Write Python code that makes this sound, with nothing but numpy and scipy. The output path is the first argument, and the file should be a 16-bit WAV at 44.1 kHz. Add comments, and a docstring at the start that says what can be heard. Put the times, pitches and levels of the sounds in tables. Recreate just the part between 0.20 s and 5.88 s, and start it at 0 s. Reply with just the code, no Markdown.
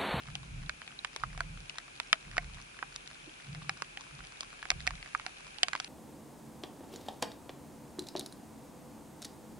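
"""Light rain on an umbrella over a kayak, out on open water, the microphone just beside the canopy.
Each drop knocks on the taut cloth, snaps as it bursts and leaves the panel ringing briefly.
Farther off, fine rain hisses on the water all round and a few trapped bubbles plink.
From below, about once a second, a swell rumbles softly against the hull."""
import sys
import numpy as np
from scipy import signal
from scipy.fft import rfft, irfft, next_fast_len
from scipy.io import wavfile

SR = 44100
rng = np.random.default_rng(int(sys.argv[2]) if len(sys.argv) > 2 else 0)


def put_to_file(sound):
    """Save the sound as 16-bit audio at rate SR, in the file named by the first command-line argument."""
    columns = np.atleast_2d(sound).T  # one column per channel
    safe = np.clip(columns, -1, 1)
    whole_steps = np.round(safe * 32767)
    wavfile.write(sys.argv[1], SR, whole_steps.astype(np.int16))


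N = 250469
GRAIN = np.arange(4096) / SR   # time axis of one short sound [s]

# Big drops on the canopy, close up; levels as if each part's energy fell within one millisecond:
# (time [s], knock [dB], knock pitch [Hz], knock Q, snap [dB], ring [dB], panel pitch [Hz],
#  left over right [dB])
CANOPY_DROPS = [(0.0851, -40, 1500, 2, -53, -52, 750, -6), (0.1529, -27.5, 2900, 2.5, -32, -40.5, 790, -1),
                (0.4945, -23, 1950, 1.5, -31.5, -42, 630, -7.5),
                (0.6175, -34.5, 1370, 0.74, -49, -47, 660, 0),
                (0.6771, -35.5, 2530, 1.5, -44.5, -47.5, 760, 3), (0.7902, -31, 3900, 9, -60, -52, 790, -4),
                (0.8473, -23, 1870, 0.74, -37, -39.5, 790, -4.5),
                (0.962, -29, 1450, 0.33, -32, -45, 660, 4), (1.0357, -20.5, 1190, 1.9, -43, -39, 660, -5.5),
                (1.1765, -36.5, 1960, 1.1, -40.5, -38, 743, -6),
                (1.2055, -20.5, 1380, 1.46, -31.5, -33, 682, -3),
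                (1.4959, -29.5, 2860, 4.1, -36, -58, 685, 6),
                (1.5838, -30.5, 1680, 1.1, -30, -46.5, 680, -6),
                (1.8, -22.5, 2010, 0.61, -32.5, -38.5, 664, -10.5),
                (1.9291, -9, 2140, 0.92, -19, -27.5, 664, 1), (2.1138, -39, 1680, 0.55, -47, -56, 675, -2),
                (2.1681, -26, 1330, 1.2, -40.5, -57, 735, -2),
                (2.18, -16.5, 1810, 2.5, -28.5, -21, 713, -5.5),
                (2.5896, -35.5, 1490, 1.8, -53, -62, 620, -4), (2.627, -24, 1120, 2, -53, -33.5, 797, -7),
                (2.7605, -36.5, 1500, 0.82, -30, -53, 700, -8),
                (2.875, -39.5, 2410, 0.61, -38, -57, 790, 2), (3.3481, -40, 1580, 1.4, -40, -44, 710, -4),
                (3.494, -20.5, 1720, 1.4, -26.5, -29.5, 780, -2),
                (3.6212, -24, 1290, 0.5, -32.5, -57, 626, -6), (3.773, -30, 2350, 1.5, -44, -40, 795, -5),
                (3.8086, -42.5, 1030, 2.5, -39, -58, 810, -6), (4.005, -39.5, 1550, 1.8, -58, -56, 720, -6),
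                (4.207, -36, 1110, 0.39, -26.5, -44.5, 623, -11),
                (4.2315, -38.5, 1180, 0.97, -39, -60, 635, 2),
                (4.4277, -30.5, 1520, 0.99, -43, -48, 640, -2),
                (4.4541, -32, 1230, 0.72, -47, -41, 760, -6),
                (4.5031, -16.5, 2140, 2, -15.5, -31.5, 766, -6),
                (4.5155, -27.5, 1320, 0.58, -34.5, -32.5, 755, -6),
                (4.604, -38.5, 1780, 2.6, -37, -58, 650, -8), (4.6678, -28, 1600, 0.67, -27, -41, 730, -15),
                (4.6746, -16.5, 2060, 1.55, -25, -29, 740, -8),
                (4.7069, -30.5, 1410, 0.95, -39.5, -45, 654, -4),
                (4.827, -35.5, 2300, 1.5, -42.5, -52, 730, 6),
                (4.8597, -38.5, 1390, 1.7, -47, -48, 705, -7),
                (4.9489, -17.5, 1230, 1.85, -45, -35, 772, -6.5),
                (4.9976, -32.5, 1510, 0.63, -48, -56, 637, -5),
                (5.0639, -27.5, 1660, 0.83, -31, -32.5, 758, -8),
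                (5.3846, -33, 3390, 1.7, -56, -45, 840, -14),
                (5.4318, -11, 2750, 1.32, -18.5, -24, 730, -2.5),
                (5.4836, -24.5, 1700, 0.49, -32, -40, 634, -8),
                (5.532, -22, 1560, 2.5, -31, -35.5, 780, -16),
                (5.552, -22.5, 1100, 0.6, -37, -62, 630, -1.5), (5.5615, -34, 2220, 1.2, -39, -48, 640, -8),
                (5.6, -27.5, 1770, 0.93, -26.5, -37, 750, -9), (5.645, -38, 2550, 2.6, -33, -48, 825, 2)]
def heavy_drops():
    """Big drops land right beside the microphone, each on its own spot of the cloth."""
    out = np.zeros((2, N))
    for s, *stroke in CANOPY_DROPS:
        add(out, s, drop(*stroke))
    return out


def light_drops(per_s, softest_db, range_db, pitch_hz, q, snap_db, ring_db):
    """Faint droplets patter on the same canopy; wet spots sound brighter, dry ones more pitched."""
    out = np.zeros((2, N))
    for when, size, tension, wet, place in rng.random((int(per_s * N / SR), 5)):
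        db = softest_db + range_db * size ** 2
        bright_db = db + 12 * (wet - .5)
        knock_hz, panel_hz = pitch_hz * 2 ** (2 * tension - 1), 640 + 170 * tension
        knock_q = q * 2 ** (1 - 2 * wet)
        tap = drop(db, knock_hz, knock_q, bright_db + snap_db, db + ring_db, panel_hz, 8 * place - 5)
        add(out, when * N / SR, tap)
    return out


SPRAY_DB = -26   # relative to the snap
RIB_ECHO_S, RIB_ECHO_DB = .0007, -13.5   # the nearest rib throws each blow back, hollowing its tone
KNOCK_LAG_S, TREBLE_LAG_S = .00009, .00022   # delay round the microphone housing to its far side
def drop(knock_db, pitch_hz, q, snap_db, ring_db, panel_hz, pan_db):
    """One drop close up: a damped knock pitched by the cloth's tension, a snap, spray and a ring."""
    push = disperse(impact(splash_db=-5.5, splash_t60=.012), hz=(1900, 3300), q=3.44)
    burst = disperse(impact(splash_db=-1, splash_t60=.009), hz=(4200, 5200, 7500), q=2.5)
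    rib_s = RIB_ECHO_S * 2 ** rng.uniform(-.5, .5)
    push, burst = [x + from_db(RIB_ECHO_DB) * delayed(x, rib_s) for x in (push, burst)]
    cloth = signal.iirpeak(pitch_hz, max(q, .35), fs=SR)
    knock = from_db(knock_db) * unit(signal.lfilter(*cloth, signal.lfilter(*cloth, push)))
    snap = from_db(snap_db) * unit(band(burst, low_hz=3050, high_hz=6140))
    spray = from_db(snap_db + SPRAY_DB) * unit(band(burst, low_hz=7300, high_hz=9260))
    ring = from_db(ring_db) * panel_ring(panel_hz)
    # the knock leans to one side, the ring less so; the treble sits a little to the left
    body = knock * panned(pan_db) + ring * panned(pan_db / 3)
    treble = (snap + spray) * panned(pan_db / 4 + 4)
    pair = body + treble
    far_side = int(pan_db > 2)
    pair[far_side] = delayed(body[far_side], KNOCK_LAG_S) + delayed(treble[far_side], TREBLE_LAG_S)
    pair += shiver(knock + snap, early_db=-8.5, late_db=-27, late_t60=.1) * panned(pan_db / 2)
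    return pair * np.sqrt(SR / 1000)   # unit energy becomes rms 1 over a millisecond


def impact(splash_db, splash_t60):
    """A sharp contact, then the irregular push of the drop spreading out."""
    fade = from_db(-60 * np.minimum(GRAIN / splash_t60, 4))
    splash = unit(rng.standard_normal(len(GRAIN)) * fade)
    return (GRAIN == 0) + from_db(splash_db) * splash


# Modes of one cloth panel: (frequency before tuning [Hz], relative level [dB], 60 dB decay [s])
PANEL_MODES = [(730, 15, 0.043), (1085, -8, 0.088), (1574, -5, 0.087), (2237, 10.5, 0.039),
               (686, -16, 0.21)]
def panel_ring(panel_hz):
    """The modes scale with the struck panel's tension; the spot decides how strongly each answers."""
    hz, db, t60 = np.transpose(PANEL_MODES)[:, :, None]
    strength_db = 2 * rng.standard_normal((len(PANEL_MODES), 1))
    fade = from_db(db + strength_db - 60 * GRAIN / t60)
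    tuned_hz = panel_hz * hz / hz[0]
    return unit(np.sum(fade * np.sin(2 * np.pi * tuned_hz * GRAIN), axis=0))


# The cloth shivering after a knock: (frequency [Hz], relative level [dB])
SHIVER_SPECTRUM = [(200, 23), (500, 2.5), (900, 9.5), (2300, 1.5), (3500, 1), (7000, -16), (12000, 2.5)]
def shiver(knock, early_db, late_db, late_t60):
    """Waves run to the ribs and back, different in each channel; a faint part lingers."""
    early = from_db(early_db) * unit(from_db(-60 * GRAIN / .032))
    late = from_db(late_db) * unit(from_db(-60 * GRAIN / late_t60))
    onset = 1 - np.exp(-(GRAIN / .0016) ** 2)
    echoes = coloured(SHIVER_SPECTRUM, len(GRAIN)) * (early + late) * onset
    return signal.fftconvolve(echoes, knock[None], axes=1)[:, :len(GRAIN)]


# Rain on the open water round the boat: (frequency [Hz], relative level [dB])
HISS_SPECTRUM = [(120, -26.5), (220, -3.5), (400, -4.5), (1200, -5.5), (1600, -2.5), (1950, -9),
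                 (2430, 1.5), (2850, -5), (3600, -10.5), (4800, -13), (6600, -13.5), (8000, -18.5),
                 (11000, -16.5), (12000, -114)]
def rain_on_water(start_db, rise_db_per_s, prickle_db, per_s):
    """Countless far splashes merge into a slowly growing hiss; nearer ones stand out as a prickle."""
    level_db = start_db + rise_db_per_s * np.arange(N) / SR
    splashes = (rng.random((2, N)) < per_s / SR) * rng.exponential(1, (2, N))
    prickle = band(splashes, low_hz=1880, high_hz=6560)
    return from_db(level_db) * (surround(HISS_SPECTRUM) + from_db(prickle_db) * prickle / prickle.std())


def plinks(per_s, softest_db, range_db, pitch_hz, cycles):
    """On the water to either side, a few drops trap a tiny bubble that pings and rises in pitch."""
    out = np.zeros((2, N))
    for when, size, strength, place in rng.random((int(per_s * N / SR), 4)):
        hz = pitch_hz * 2 ** (1.33 * (size - .5))
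        fade = from_db(softest_db + range_db * strength ** 2 - 60 * GRAIN * hz / cycles)
        ping = np.sin(2 * np.pi * hz * GRAIN * (1 + 3 * GRAIN))
        add(out, when * N / SR, fade * ping * panned(12 * (place - .5)))
    return out


# The boat's deep heave and its hollow rumble, each: (frequency [Hz], relative level [dB])
HEAVE_SPECTRUM = [(18, -42), (29, -14), (37, 6), (45, -9), (60, -2), (75, -10.5), (100, -21.5), (160, -94)]
RUMBLE_SPECTRUM = [(55, -49), (90, -11.5), (120, -7), (135, -2.5), (149, -2.5), (172, -7.5), (205, -18.5),
                   (280, -24), (450, -62)]
# Swells against the hull: (time [s], length of push [s], heave [dB], rumble [dB])
HULL_SWELLS = [(0.0, 0.32, -51.5, -49.5), (0.25, 0.18, -45.5, -45.5), (0.97, 0.42, -46.5, -47.5),
               (2.01, 0.35, -48.5, -51), (3.22, 0.25, -55, -47), (3.86, .15, -55.5, -56.5),
               (4.48, 0.25, -46, -48)]
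def hull_swells(calm_heave_db, calm_rumble_db, rumble_lag_s):
    """Below the microphone, swells heave the boat and the hollow hull answers; ripples fill the calm."""
    heave, rumble = from_db(calm_heave_db), from_db(calm_rumble_db)
    for s, length, heave_db, rumble_db in HULL_SWELLS:
        push = surge(s, length, release_db_per_s=106)
        answer = surge(s + rumble_lag_s, length, release_db_per_s=150)
        heave = np.hypot(heave, from_db(heave_db) * push)
        rumble = np.hypot(rumble, from_db(rumble_db) * answer)
    return heave * surround(HEAVE_SPECTRUM) + rumble * surround(RUMBLE_SPECTRUM)


def surge(start, length, release_db_per_s, attack_s=.059, sag_db_per_s=9):
    """The envelope of one swell: it builds up, eases while it pushes, then drains away."""
    age = np.maximum(np.arange(N) / SR - start, 0)
    fall_db = sag_db_per_s * age + release_db_per_s * np.maximum(age - length, 0)
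    return np.minimum(age / attack_s, 1) ** 2 * from_db(-fall_db)


# A glug down at the waterline: (time [s], pitch [Hz], level [dB], 60 dB decay [s])
HULL_GLUGS = [(3.064, 308.5, -38.5, .11)]
def hull_glug():
    """A pocket of air glugs in a small slosh against the hull, right of the microphone."""
    out = np.zeros((2, N))
    for s, hz, db, t60 in HULL_GLUGS:
        fade = from_db(db - 60 * GRAIN / t60) * (1 - np.exp(-GRAIN / .01))
        slosh = band(rng.standard_normal(len(GRAIN)), low_hz=242, high_hz=423)
        glug = np.sin(2 * np.pi * hz * GRAIN) + .42 * slosh / slosh.std()
        add(out, s, fade * glug * panned(pan_db=-5))
    return out


# How alike the background's two channels are, opposed in the mids: (frequency [Hz], left-right correlation [-1
# to 1])
STEREO_LIKENESS = [(30, 0.99), (150, 0.96), (280, 0.18), (580, -0.63), (1240, -0.52), (2650, -0.046),
                   (5670, -0.0067), (12000, 0.76)]
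# Their lean to one side: (frequency [Hz], left over right [dB])
STEREO_BALANCE = [(30, -1), (600, -0.4), (1150, -2.5), (2100, 0), (3700, 6), (6700, 0.5), (12000, 0.5)]
def surround(spectrum):
    """Noise from all round the microphone, nearly mono in the bass and wide in the middle; rms 1."""
    size = next_fast_len(N, True)
    mid, side = rfft(coloured(spectrum, size))
    hz = np.arange(len(mid)) * SR / size
    alike = np.clip(at_hz(STEREO_LIKENESS, hz), -1, 1)
    sign = np.array([[1], [-1]])
    pair = np.sqrt(1 + alike) * mid + sign * np.sqrt(1 - alike) * side
    lean = from_db(sign * at_hz(STEREO_BALANCE, hz) / 2)
    x = irfft(pair * lean, size)[:, :N]
    return x / x.std()


def coloured(spectrum, size):
    """Two unrelated noises with the given spectrum, rms 1."""
    gain = from_db(at_hz(spectrum, np.arange(size // 2 + 1) * SR / size))
    x = irfft(rfft(rng.standard_normal((2, size))) * gain, size)
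    return x / x.std()


def at_hz(points, hz):
    """Read a curve on a log-frequency axis."""
    known, values = np.transpose(points)
    return np.interp(np.log(np.maximum(hz, 1)), np.log(known), values)


def disperse(x, hz, q):
    """All-passes delay each pitch by its own amount, which draws a click out into a few swings."""
    for centre in hz:
        x = x - 2 * signal.lfilter(*signal.iirpeak(centre, q, fs=SR), x + 1e-18)
    return x


def band(x, low_hz, high_hz):
    """A gentle band-pass."""
    return signal.sosfilt(signal.butter(2, [low_hz, high_hz], "band", fs=SR, output="sos"), x + 1e-18)


def delayed(x, s):
    """The same short sound, a little later."""
    return np.concatenate([np.zeros(round(s * SR)), x])[:len(x)]


def panned(pan_db):
    """Left and right gains with a mean power of one; positive is left."""
    return np.sqrt(2) * unit(from_db([[pan_db / 2], [-pan_db / 2]]))


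def from_db(db):
    """Decibels to gain."""
    return 10 ** (np.asarray(db) / 20)


def unit(x):
    """Scale to an energy of one."""
    return x / np.sqrt(np.sum(x ** 2) + 1e-30)


def add(out, s, sound):
    """Mix a stereo sound in at a time."""
    start = max(int(s * SR), 0)
    room = out[:, start:start + sound.shape[1]]
    room += sound[:, :room.shape[1]]


def scene():
    """From the microphone: canopy close by, water all round, hull below."""
    patter = light_drops(per_s=38, softest_db=-48.5, range_db=4.5,
                         pitch_hz=1960, q=1.6, snap_db=-6, ring_db=-11)
    bubbles = plinks(per_s=4, softest_db=-52, range_db=12, pitch_hz=4800, cycles=45)
    canopy = heavy_drops() + patter
    water = rain_on_water(start_db=-53.5, rise_db_per_s=.34, prickle_db=-28, per_s=130) + bubbles
    hull = hull_swells(calm_heave_db=-67.5, calm_rumble_db=-66, rumble_lag_s=.013) + hull_glug()
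    return canopy + water + hull


CUTOFF_HZ = 11300
def record(dry):
    """A steep low-pass cuts the top treble from the microphone's signal."""
    return signal.sosfilt(signal.ellip(10, .2, 75, CUTOFF_HZ, fs=SR, output="sos"), dry)


dry = scene()
out = record(dry)
put_to_file(out)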